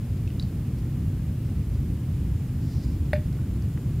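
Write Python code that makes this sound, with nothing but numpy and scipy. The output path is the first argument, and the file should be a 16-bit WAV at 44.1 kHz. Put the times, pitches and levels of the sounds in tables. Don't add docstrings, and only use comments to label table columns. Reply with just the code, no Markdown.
import sys
import numpy as np
from scipy import signal
from scipy.fft import rfft, irfft
from scipy.io import wavfile

SR = 44100
rng = np.random.default_rng(int(sys.argv[2]) if len(sys.argv) > 2 else 0)


def output_pcm(signal):
    pcm = np.clip(np.atleast_2d(signal).T, -1, 1) * 32767
    wavfile.write(sys.argv[1], SR, np.round(pcm).astype(np.int16))


N = 176400
TIME_S = np.arange(N) / SR
BINS_HZ = np.arange(N // 2 + 1) * SR / N


def plop():
    # start in seconds, pitch in Hz, level in dB, t60 in seconds, rise in octaves per second.
    trapped_air = [(3.1319, 599, -17.8, .135, .1), (3.1325, 824, -24.5, .018, 2),
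                   (3.1321, 1850, -14, 0.013, 26), (3.1324, 1470, -20, 0.0096, 5.5),
                   (3.1354, 2180, -27, 0.024, 18), (3.1325, 4300, -35, 0.013, 28),
                   (3.1365, 4800, -42, .016, 14), (3.1322, 3450, -33, .014, 12)]
    # frequency in Hz, level in dB.
    slap_spectrum = [(350, -36), (600, -13), (850, -3), (1200, -20), (1600, -7), (2000, 2), (2700, -16),
                     (3500, -16), (4800, -19), (6000, -38), (15000, -44)]
    spray_spectrum = [(5000, -25), (8000, -8), (10800, -1), (12000, -4), (13500, -16)]
    wash_spectrum = [(500, -26), (1000, -6), (2200, 1), (2900, -11), (4800, -7), (6000, -20), (12000, -30)]
    water_to_air = [(200, -12), (420, -2.5), (560, 0), (5000, 0), (6500, -5), (9500, -0.5)]
    impact_s = 3.132
    slap = burst(impact_s, db=-28, decay_s=.0023, spectrum=slap_spectrum)
    spray = burst(impact_s, db=-47, decay_s=.0075, spectrum=spray_spectrum)
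    wash = burst(impact_s, db=-40.5, decay_s=.013, spectrum=wash_spectrum)
    ringing = sum(bubble(*row) for row in trapped_air)
    return colour(slap + spray + wash + ringing, water_to_air)


def bubble(start_s, hz, db, t60_s, rise_oct_per_s):
    attack_s = .00026
    age_s = since(start_s)
    pitch_hz = hz * 2 ** np.minimum(rise_oct_per_s * age_s, .5)
    phase = 2 * np.pi * np.cumsum(pitch_hz * (age_s > 0)) / SR
    envelope = (1 - np.exp(-age_s / attack_s)) * np.exp(-np.log(1000) * age_s / t60_s)
    return undb(db) * envelope * np.sin(phase)


def spatter():
    first_s, last_s = 3.151, 3.165
    low_hz, high_hz = 1490, 2650
    out = np.zeros(N)
    for lateness, smallness in rng.random((10, 2)):
        hz = low_hz * (high_hz / low_hz) ** smallness
        start_s = first_s + lateness * (last_s - first_s)
        out += np.sqrt(low_hz / hz) * bubble(start_s, hz, db=-41, t60_s=.010, rise_oct_per_s=11)
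    return out


def drops():
    # start in seconds, pitch in Hz, ring level in dB, t60 in seconds, tick level in dB.
    impacts = [(.171, 3970, -56, .008, -50), (.2762, 2630, -38, .022, -46), (.277, 5900, -47, .008, -57),
               (.303, 2880, -45, .016, -55), (0.3974, 3880, -26, 0.016, -36.5),
               (.4255, 4490, -34, .017, -47), (3.328, 4100, -52, .008, -47), (3.388, 1450, -48.5, .05, -60),
               (3.623, 4750, -45, .012, -52)]
    # multiple of the drop's pitch, level in dB.
    tick_shape = [(.4, -30), (.75, -15), (1.0, -1), (1.25, 2), (1.7, -15), (4, -30)]
    out = np.zeros(N)
    for start_s, hz, ring_db, t60_s, tick_db in impacts:
        spectrum = [(hz * multiple, db) for multiple, db in tick_shape]
        tick = burst(start_s, tick_db, decay_s=.0011, spectrum=spectrum)
        fizz = burst(start_s, tick_db - 16.5, decay_s=.024, spectrum=spectrum)
        out += tick + fizz + bubble(start_s, hz, ring_db, t60_s, rise_oct_per_s=2.2)
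    return out


def bank_echoes(splash):
    # delay in seconds, gain in dB.
    echoes = [(.0230, -20), (.0270, -25), (.0303, -18)]
    # frequency in Hz, gain in dB.
    bank_response = [(400, -24), (700, -13), (1500, 0), (2500, 1), (5000, 4), (12000, -4)]
    reflected = colour(splash, bank_response)
    return sum(undb(db) * np.interp(TIME_S - delay_s, TIME_S, reflected) for delay_s, db in echoes)


def plant_scatter(water):
    # frequency in Hz, gain in dB.
    plant_response = [(300, -10), (600, -8), (900, 4), (1200, 3), (1800, -2), (2400, 2), (4500, 1),
                      (12000, 0)]
    build_s, t60_s, gain_db = .014, .21, -16
    envelope = (1 - np.exp(-TIME_S / build_s)) ** 2 * np.exp(-np.log(1000) * TIME_S / t60_s)
    tail = rng.standard_normal(N) * envelope
    tail /= np.linalg.norm(tail)
    return undb(gain_db) * signal.fftconvolve(colour(water, plant_response), tail)[:N]


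def swish():
    # frequency in Hz, level in dB.
    spectrum = [(2500, -30), (3800, -7), (4900, 0), (5800, -7), (7000, -13), (10000, -27)]
    level_db = -58 + flicker_db(rms_db=1.5, bandwidth_hz=25)
    return undb(level_db) * swell(centre_s=2.78, width_s=.12) * noise(gains(spectrum))


def handling():
    # centre in seconds, width in seconds, level in dB.
    slips = [(.79, .011, -62.5), (1.46, .012, -64), (1.75, .018, -65), (2.838, .007, -55.5),
             (3.06, .01, -63.5)]
    # frequency in Hz, level in dB.
    slip_spectrum = [(2500, -22), (4000, -7), (5000, 0), (6000, -7), (9000, -22)]
    knock_spectrum = [(400, -16), (800, -2), (1300, 0), (2200, -1), (3200, -12), (5000, -24), (10000, -32)]
    envelope = sum(undb(db) * swell(centre_s, width_s) for centre_s, width_s, db in slips)
    rubbing = envelope * noise(gains(slip_spectrum))
    knock = burst(start_s=3.7755, db=-46, decay_s=.0035, spectrum=knock_spectrum)
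    return rubbing + knock


def insects():
    # time in seconds, level in dB.
    contour = [(0, -73), (1.5, -77), (2.4, -71), (4, -71)]
    centre_hz, half_width_hz = 7060, 470
    band = 1 / (1 + ((BINS_HZ - centre_hz) / half_width_hz) ** 2)
    times_s, db = np.array(contour).T
    level_db = np.interp(TIME_S, times_s, db) + flicker_db(rms_db=1.5, bandwidth_hz=5.6)
    return undb(level_db) * noise(band)


def background():
    # frequency in Hz, level in dB.
    rumble_spectrum = [(20, -24), (30, -20), (40, -14.5), (52, -3), (80, -0.5), (105, -2), (135, -2.5),
                       (170, -8.5), (240, -14), (310, -20), (420, -30), (600, -38), (1000, -45)]
    air_spectrum = [(1000, 1), (1300, -2), (2000, -3.5), (2900, -5.5), (4100, -10.5), (5200, -11),
                    (6000, -13.5), (8500, -12.5), (10700, -11.5), (15000, -12)]
    hiss_spectrum = [(300, -16), (1000, -6), (4000, 4.5), (8000, 4), (15000, 4.5)]
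    crossover_hz = 1000
    rumble = undb(-26) * noise(gains(rumble_spectrum) * (BINS_HZ < crossover_hz))
    air = undb(-55) * noise(gains(air_spectrum) * (BINS_HZ >= crossover_hz))
    hiss = undb(-60) * noise(gains(hiss_spectrum))
    return rumble + air + hiss * np.array([[1], [-1]])


def burst(start_s, db, decay_s, spectrum):
    age_s = since(start_s)
    return undb(db) * (age_s > 0) * np.exp(-age_s / decay_s) * noise(gains(spectrum))


def swell(centre_s, width_s):
    return np.exp(-.5 * ((TIME_S - centre_s) / width_s) ** 2)


def flicker_db(rms_db, bandwidth_hz):
    return rms_db * noise(np.exp(-(BINS_HZ / bandwidth_hz) ** 2))


def noise(bin_gains):
    x = irfft(rfft(rng.standard_normal(N)) * bin_gains, N)
    return x / x.std()


def colour(x, response):
    cepstrum = irfft(np.log(gains(response)), N)
    causal_fold = 1 + np.sign(N / 2 - np.arange(N))
    causal_fold[0] = 1
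    return irfft(rfft(x) * np.exp(rfft(cepstrum * causal_fold)), N)


def gains(curve):
    hz, db = np.array(curve, float).T
    return undb(np.interp(np.log(np.maximum(BINS_HZ, 1)), np.log(hz), db))


def since(start_s):
    return np.maximum(TIME_S - start_s, 0)


def undb(db):
    return 10 ** (np.asarray(db) / 20)


def scene():
    splash = plop()
    water = splash + bank_echoes(splash) + spatter() + drops()
    return water + plant_scatter(water) + swish() + handling() + insects() + background()


def record(dry):
    cutoff_hz = 15550
    return signal.sosfilt(signal.ellip(10, .1, 80, cutoff_hz, fs=SR, output="sos"), dry)


dry = scene()
out = record(dry)
output_pcm(out)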